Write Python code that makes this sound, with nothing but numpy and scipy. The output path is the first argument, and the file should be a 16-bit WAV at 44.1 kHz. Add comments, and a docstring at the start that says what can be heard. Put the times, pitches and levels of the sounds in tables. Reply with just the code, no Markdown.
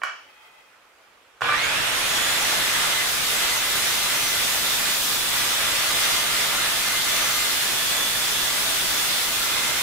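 """Hand-held circular saw indoors

The guard of a saw on a wooden floor clacks, a hand rubs its housing, the motor runs up and the blade cuts.
Armature, gears and teeth sing as sines locked to the turning speed, which sags under load.
Noise bands make a low rumble and the roar of cutting and cooling air; noise also drives blade and base plate.
Knocks ring the housing and excite the room, over a faint room tone."""
import sys
import numpy as np
from scipy import signal
from scipy.fft import rfft, irfft, next_fast_len
from scipy.io import wavfile
from scipy.ndimage import uniform_filter1d

SR = 44100
rng = np.random.default_rng(int(sys.argv[2]) if len(sys.argv) > 2 else 0)


def dump_mix(stems):
    """Bounce the given channels to the path in sys.argv[1] as a 16-bit WAV at rate SR."""
    frames = np.atleast_2d(stems).T  # one column per channel
    limited = np.clip(frames, -1, 1)  # hard clip at full scale
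    pcm = np.round(limited * 32767).astype(np.int16)
    wavfile.write(sys.argv[1], SR, pcm)


N = 433062

# Tones of armature, gears and teeth; a 9-tooth pinion drives a 42-tooth gear, and row 3 is the gear mesh:
# multiple of the armature speed, left_lead_rad, left_minus_right_db
TONE_ORDERS = [(3, .5, -.5), (5, .8, -1.4), (24 * 9 / 42, .2, -1), (9, .8, -3.9), (15, -1.5, -2.6)]
MESH_ROW = 3
TRIGGER_S = 1.41
FREE_HZ = 411  # armature turns a second without load


def run_up_deficit():
    """Exponential approach: how far (Hz) the run-up still is below the free speed."""
    return 350 * np.exp(-since(TRIGGER_S) / .33)


def speed():
    """Motor dynamics: armature turns a second near the free speed exponentially and sag under load."""
    # Slowing by the load of the cut: time_s, sag_hz
    load_sag = [(3.3, 0), (3.78, 8), (4.3, 6.5), (4.55, 13), (4.92, 14.5), (5.11, 21), (5.3, 22.5),
                (5.68, 12), (5.95, 7), (6.4, 6), (6.75, 3.5), (7.05, 6), (7.4, 5.5), (7.77, 24.5),
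                (7.96, 25.5), (8.34, 23.5), (8.72, 16), (8.91, 19), (9.29, 10), (9.82, 1)]
    # the armature briefly runs ahead while the gears take up
    surge_hz = 17 * np.exp(-((np.arange(N) / SR - 1.59) / .07) ** 2)
    return FREE_HZ - run_up_deficit() + surge_hz - curves(load_sag)[0]


def running():
    """Switching gate: 0 before the trigger, rising linearly to 1 in 8.9 ms."""
    return np.clip(since(TRIGGER_S) / 0.0089, 0, 1)


def tone_db(k, armature_hz):
    """Resonant amplification: a tone is loudest where it meets a resonance of the tool."""
    # Resonance that each tone meets: centre_hz
    sweet_hz = [1212, 2040, 2080, 3478, 6075]
    # Response of each tone: level_away_db, rise_on_resonance_db, half_width_hz
    singing = [(-58, 13, 12), (-52, 9, 35), (-51, 9, 30), (-47, 8, 40), (-58, 13, 60)]
    # Momentary swells of one tone: middle_s, half_length_s, tone index, rise_db
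    swells = [(2.2, .5, 0, 8), (2.1, .15, 4, 14), (2.54, .25, 2, 5), (2.65, .55, 1, 9), (3.45, .25, 1, 7),
              (4.27, .1, 4, 9), (4.45, .3, 3, 5), (4.75, .2, 1, 8), (5.58, .3, 0, 9), (5.58, .3, 1, 8),
              (6.2, .4, 2, 4), (7.2, .4, 2, 5), (7.15, .3, 0, 5), (7.28, .1, 4, 10), (7.95, .25, 3, 2),
              (8.0, .12, 2, 10), (8.62, .2, 0, 12), (8.62, .2, 2, 7), (8.85, .2, 3, 5), (5.3, .4, 3, 1.5),
              (9.62, .2, 2, 6), (3.1, .5, 3, 5)]
    away_db, rise_db, half_hz = singing[k]
    detuning = (TONE_ORDERS[k][0] * armature_hz - sweet_hz[k]) / half_hz
    near = 1 / (1 + detuning ** 2)
    swell_db = sum(up_db * bump(s, half) for s, half, tone, up_db in swells if tone == k)
    return away_db + rise_db * near + swell_db


def tones():
    """Order-locked radiation: sines follow the armature, their phase and strength shaken by the cut."""
    # Weak companion tones: tone index, frequency ratio to that tone, relative_db
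    companions = [(2, 2, -10), (3, 2, -18), (3, 40 / 42, -7), (4, 2, -10)]
    armature_hz = speed()
    turns = 2 * np.pi * np.cumsum(armature_hz) / SR  # angle in rad
    level_db = [tone_db(k, armature_hz) for k in range(len(TONE_ORDERS))]
    main_tones = [(k, 1, 0) for k in range(len(TONE_ORDERS))]
    out = np.zeros((2, N))
    for k, ratio, relative_db in main_tones + companions:
        order, lead, pan_db = TONE_ORDERS[k]
        stereo_phase = np.array([[lead / 2], [-lead / 2]])
        pair = np.sin(order * ratio * turns + 0.55 * wobble(45) + stereo_phase)
        shaken_db = level_db[k] + relative_db + 2.8 * wobble(25) + 2.8 * wobble(9)
        out += np.sqrt(2) * amp(shaken_db) * sides(pan_db)[:, None] * pair
    emerge = np.clip(since(1.7) / .2, 0, 1)  # out of the run-up
    return emerge * out


def run_up():
    """Phase modulation: chattering teeth smear the rising mesh harmonics; the field iron hums."""
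    # What the gear case passes of the mesh tone: frequency_hz, level_db
    case = [(600, -52), (1150, -30), (1600, -27), (2300, -29), (2600, -37), (2850, -40), (3050, -44),
            (3400, -42), (3950, -34), (5000, -40), (6300, -50), (6600, -39), (7000, -38), (7500, -50),
            (8700, -48), (9500, -38), (10200, -52)]
    # Mesh tone and its 2nd and 3rd harmonics: relative_db
    mesh_db = [0, -1, -1]
    # Hum of the starting current in the field iron: frequency_hz, initial_db, t60_s
    inrush = [(119, -45, 2.5), (476, -35.5, 1)]
    settle_s, settle_db_per_s = 2.3, 80  # the gears settle and the chatter dies
    rich_hz, rich_db_per_hz = 190, .3  # below this armature speed the harmonics are still weak
    armature_hz = speed()
    mesh_hz = TONE_ORDERS[MESH_ROW][0] * armature_hz
    mesh = 2 * np.pi * np.cumsum(mesh_hz) / SR
    out = np.zeros((2, N))
    for k, relative_db in enumerate(mesh_db):
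        db = relative_db + along(case, (k + 1) * mesh_hz) - settle_db_per_s * since(settle_s)
        db = db - (k > 0) * rich_db_per_hz * np.maximum(rich_hz - armature_hz, 0)
        smooth = uniform_filter1d(rng.standard_normal((3, N)), size=100)
        chatter = unit(uniform_filter1d(smooth, size=100))
        shake = (1.05 + .3 * k) * (chatter[0] + .5 * chatter[1:])  # phase, partly common to both sides
        level = amp(db + 1.7 * wobble(40.2) + 3.6 * chatter[1:])
        out += np.sqrt(2) * level * np.sin((k + 1) * mesh + shake)
    t = since(TRIGGER_S)
    hum = sum(amp(db - 60 * t / t60) * np.sin(2 * np.pi * hz * t) for hz, db, t60 in inrush)
    return out + hum


def roar_db():
    """Broadband source strength: levels of rumble, body, hiss and top hiss through run-up and cut."""
    # Bass thins out and treble gains: time_s, rumble_loss_db
    thinning = [(1.54, -2), (1.6, 0), (2.93, 0.5), (3.14, 6), (3.28, 5), (3.44, 2), (3.65, 4.5), (4.87, 7),
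                (5.08, 10), (5.58, 3), (6.68, 3), (6.91, 6), (7.26, 3), (7.33, 6), (7.66, 6), (9.4, 7),
                (9.6, 3.5)]
    # Rumble, body, hiss, top hiss: free_speed_db, loss in dB per Hz of run-up deficit,
    # change in dB per dB of thinning, short_at_trigger_db
    layers = [(-39, 0, -1, 12), (-25.1, 0, -.6, 8), (-24.8, .045, 0, 2), (-33.6, .066, .6, 0)]
    deficit_hz = run_up_deficit()
    catch = np.exp(-since(TRIGGER_S) / .05)  # the layers fill in
    thin_db = curves(thinning)[0]
    return [db - slope * deficit_hz + tilt * thin_db - short_db * catch
            for db, slope, tilt, short_db in layers]


def roar():
    """Broadband noise: a low rumble under the body, hiss and top hiss of cutting and cooling air."""
    # Noise spectra: frequency_hz, relative density in dB per Hz
    rumble = [(8.8, -37), (15, -5), (476, -7), (600, -2.5), (780, -9), (1320, -120)]
    body = [(210, -23), (350, -12.5), (916, -3.5), (1360, -1), (1580, -0.5), (2040, -0.5), (2580, -1),
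            (3600, -4), (4500, -14), (5850, -17), (9900, -120)]
    hiss = [(2060, -17.5), (3500, -5.5), (3960, -7), (4820, -9.5), (10000, -13), (13000, -18),
            (22000, -120)]
    top = [(5290, -5), (9000, -8), (14700, -2.5), (15500, -3.5), (16000, -21.5)]
    # Likeness of left and right: frequency_hz, correlation
    alike = [(60, -0.14), (120, -0.023), (240, 0.038), (480, 0.042), (950, 0.29), (1890, 0.26),
             (3770, -0.18), (7520, 0.15), (15000, 0.18)]
    # Balance of the sides: frequency_hz, left_minus_right_db
    lean = [(60, -1.0), (110, -2), (200, -1.0), (380, -1.0), (700, -0.5), (1290, -2), (2380, -1.5),
            (4400, -1), (8120, 0), (15000, 0.5)]
    feed_db = 0.5 * wobble(8) + 0.21 * wobble(35)  # the feed pressure shakes all bands together
    layers = zip(roar_db(), (rumble, body, hiss, top))
    noise = sum(amp(db + feed_db) * rush(colour, alike, patchy_db=1.3) for db, colour in layers)
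    return filtered(noise, lambda hz: sides(along(lean, hz)))


def plate():
    """Forced resonance: the cut drives blade and base plate, harder as the blade gains speed."""
    # Blade and base plate resonances: centre_hz
    plate_hz = [660, 1190, 1320, 1380, 1490, 1670, 1755, 2190, 2340, 2450, 2920, 3070, 3315, 3480, 4040,
                4457, 5020]
    # The same resonances: width_hz of each of two equal stages, relative_db, left_minus_right_db
    modes = [(50, -26, -1), (25, -23, -1), (30, -25, -2), (35, -21, -1), (35, -23, 0), (30, -24, -4),
             (30, -22, -3), (35, -27, -1), (90, -30, -1), (30, -25, 0), (35, -29, -2), (60, -24, -1),
             (50, -22, -5), (40, -21, -7), (35, -28, -1), (25, -30, 4), (30, -28, -1)]
    # One resonance flares in the rattle of the start, as the mesh tone sweeps past, or during the cut:
    # middle_s, half_length_s, centre_hz, rise_db
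    flares = [(1.52, .06, 1190, 26), (1.49, .11, 2340, 30), (1.68, .08, 2340, 15), (1.46, .08, 1670, 25),
              (1.47, .08, 1490, 26), (9.1, .6, 3480, 4), (3.1, .2, 1755, 5), (4.9, .25, 2190, 6),
              (4.9, .2, 2450, 7), (5.82, .13, 4457, 15), (7.3, .9, 1755, 5), (8.1, .4, 3315, 7),
              (7.97, .3, 3480, 4), (5.8, 1.2, 3480, 4), (6.6, 1, 1380, 3), (4.3, .9, 1380, 3),
              (8.7, .5, 2190, 5), (9.15, .3, 2920, 6), (9.4, .8, 1320, 6), (9.4, .3, 2450, 5)]
    all_db = 1.5  # all resonances together, over the body roar
    shake = rng.standard_normal((2, N))
    shake[1] = shake[0] + shake[1]  # the sides share part of the drive
    rings = filtered(shake, lambda f: np.array([[resonance(f, hz, row[0]) ** 2]
                                                for hz, row in zip(plate_hz, modes)]))
    out = np.zeros((2, N))
    for hz, (_, db, pan_db), ring in zip(plate_hz, modes, rings):
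        flare_db = sum(rise_db * bump(s, half) for s, half, at_hz, rise_db in flares if at_hz == hz)
        level = amp(db + flare_db + 2.2 * wobble(2.2) + 2.5 * wobble(12))
        out += level * sides(pan_db)[:, None] * [unit(side) for side in ring]
    return amp(roar_db()[1] + all_db) * speed() / FREE_HZ * out


def knocks():
    """Impact excitation: a short push and a dying rattle ring the housing, with a tick on top."""
    # Guard, trigger and gear backlash contacts: start_s, relative_db, treble_relative_db, rattle_relative_db
    contacts = [(0.017, -25, -37, -2), (0.034, -10.5, -22, -8.5), (1.408, -28, -14, -8),
                (1.418, -10.5, -32, -12.5), (1.445, -18, -29, -14), (1.491, -14, -29, -11),
                (1.523, -15, -27, -11)]
    # What the housing and guard ring with: centre_hz, width_hz, relative_db
    guard = [(700, 220, -10.5), (1090, 116, -1), (1426, 150, 1.5), (1820, 160, -4.5), (2293, 62, -1.5),
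             (2670, 49, -7.5), (2950, 38, -2), (3290, 62, -11.5), (4500, 2600, -31), (6030, 1800, -24)]
    blows, ticks = np.zeros(N + SR), np.zeros(N + SR)
    t = np.arange(SR // 3) / SR
    for s, db, treble_db, rattle_db in contacts:
        here = slice(round(s * SR), round(s * SR) + len(t))
        blunt = uniform_filter1d(rng.standard_normal(len(t)), size=11)
        push = 5 * amp(-60 * t / 0.011) * blunt
        rattle_level = amp(rattle_db - 60 * t / 0.38) * (1 - np.exp(-t / 0.015))
        rattle = rattle_level * rng.standard_normal(len(t))
        blows[here] += amp(db + 7.5) * (push + rattle)
        ticks[here] += amp(db + treble_db + 1 - 60 * t / 0.06) * rng.standard_normal(len(t))

    def housing(f):
        """Modal superposition: resonances of alternating sign; the small housing radiates no bass."""
        ring = sum((-1) ** k * amp(db) * resonance(f, hz, w) for k, (hz, w, db) in enumerate(guard))
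        return ring * (1j * f / (300 + 1j * f)) ** 2

    return filtered(blows[:N], housing) + filtered(ticks[:N], lambda f: resonance(f, 5100, 7300) ** 2)


def grip():
    """Friction excitation: the hand's rubbing noise rings the housing until the motor starts."""
    # Hand shifting on the tool: time_s, rub_db
    shifts = [(.2, -63), (.3, -54), (.4, -54.5), (.47, -51), (.52, -55), (.56, -54), (.6, -53), (.7, -64),
              (1, -73), (1.4, -69)]
    # Resonances of the rubbed housing: centre_hz, width_hz, relative_db
    rub_modes = [(865, 30, 4), (1280, 200, -9), (2020, 100, -1), (2490, 55, 2), (3170, 50, -1),
                 (9000, 9000, -33)]
    noise = rng.standard_normal((2, N))
    rub = filtered(noise, lambda f: sum(amp(db) * resonance(f, hz, w) for hz, w, db in rub_modes))
    begun = np.arange(N) / SR > shifts[0][0]
    return amp(curves(shifts)[0] + 1.5 * wobble(29.6)) * unit(rub) * begun * (1 - running())


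def room(x):
    """Reverberation: each frequency of the room's answer dies at its own speed."""
    # Decay of the room: frequency_hz, t60_s
    decay = [(300, .3), (1500, 0.3), (5000, 0.61), (12000, .2)]
    hz, t, z = signal.stft(rng.standard_normal((2, SR // 2)), SR, nperseg=256)
    tail = signal.istft(z * amp(-60 * t / along(decay, hz)[:, None]), SR, nperseg=256)[1]
    delayed = np.pad(x, (300, 0))[None]  # samples
    return signal.fftconvolve(delayed, tail / np.linalg.norm(tail[0]), axes=1)[:, :N]


def room_tone():
    """Stationary background: faint coloured noise throughout."""
    # Spectrum of the room tone: frequency_hz, relative density in dB per Hz
    quiet = [(12, -50), (20, -20), (65, -13), (168, -16.5), (388, -7.5), (485, -3), (738, -5.5),
             (1330, -1.5), (1960, -6), (2530, -6), (4180, -14), (14700, -25), (16000, -33)]
    # Likeness of left and right: frequency_hz, correlation
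    quiet_alike = [(60, 0.74), (380, 0.75), (2380, 0.25), (15000, -0.2)]
    return amp(-55) * rush(quiet, quiet_alike, patchy_db=1.4) * sides(-2.3)[:, None]


def rush(spectrum, alike, patchy_db):
    """Partially coherent noise: stereo of rms 1, with time-frequency patches of random gain."""
    z = signal.stft(rng.standard_normal((2, N)), nperseg=512)[2]
    field = uniform_filter1d(rng.standard_normal(z.shape[1:]), size=6, axis=0)
    field = uniform_filter1d(field, size=10, axis=1)
    pair = signal.istft(z * amp(patchy_db * unit(field)), nperseg=512)[1][:, :N]

    def colour(hz):
        """Mid-side decomposition: the angle between mid and side sets the correlation."""
        turn = np.arccos(np.clip(along(alike, hz), -1, 1)) / 2
        return amp(along(spectrum, hz)) * [np.cos(turn), np.sin(turn)]

    mid, side = filtered(pair, colour)
    return unit(np.array([mid + side, mid - side]))


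def resonance(f, hz, width_hz):
    """Damped oscillator: complex band-pass response, 1 at its centre."""
    return 1j * f * width_hz / (hz * hz - f * f + 1j * f * width_hz)


def filtered(x, response):
    """Linear filtering: the spectrum of x times a complex response of frequency."""
    m = next_fast_len(N + SR // 2)
    return irfft(rfft(x, m) * response(np.fft.rfftfreq(m, 1 / SR)), m)[..., :N]


def wobble(rate):
    """Random modulation: straight lines between normal random knots, rate knots a second."""
    knots = rng.standard_normal(600)
    return np.interp(np.arange(N) * rate / SR, np.arange(len(knots)), knots)


def bump(s, half):
    """Trapezoidal envelope: a flat-topped swell from 0 to 1 around s."""
    return np.clip(2 - 2 * abs(np.arange(N) / SR - s) / half, 0, 1)


def since(s):
    """Elapsed time: seconds after s, 0 before."""
    return np.maximum(np.arange(N) / SR - s, 0)


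def curves(rows):
    """Linear interpolation: one value per sample for each column after the time."""
    s, *cols = np.transpose(rows)
    return [np.interp(np.arange(N) / SR, s, c) for c in cols]


def along(points, hz):
    """Logarithmic interpolation: (Hz, value) points on a log frequency axis."""
    f, v = np.transpose(points)
    return np.interp(np.log(hz + 1), np.log(f + 1), v)


def sides(db):
    """Level panning: gains of left and right for a left-minus-right difference."""
    return amp([db / 2, -db / 2])


def amp(db):
    """Decibel law: amplitude ratio of a level."""
    return 10 ** (np.asarray(db) / 20)


def unit(x):
    """Power normalisation: x scaled to rms 1."""
    return x / np.sqrt(np.mean(x ** 2) + 1e-20)


def scene():
    """Superposition: the saw, its knocks with their reverberation, the hand and the room tone."""
    hits = knocks()
    # the starting saw sounds from further right, then evens out
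    pan = sides(-2.2 * np.exp(-since(TRIGGER_S) / .6))
    saw = running() * pan * (tones() + run_up() + roar() + plate())
    return saw + hits * sides(-5.5)[:, None] + amp(-2) * room(hits) + grip() + room_tone()


def record(dry):
    """Soft saturation and band limiting: the highest peaks are rounded, the extreme treble is cut."""
    soft = dry / (1 + np.abs(dry / .4) ** 4) ** .25
    return filtered(soft, lambda hz: hz < 15750)


dry = scene()
out = record(dry)
dump_mix(out)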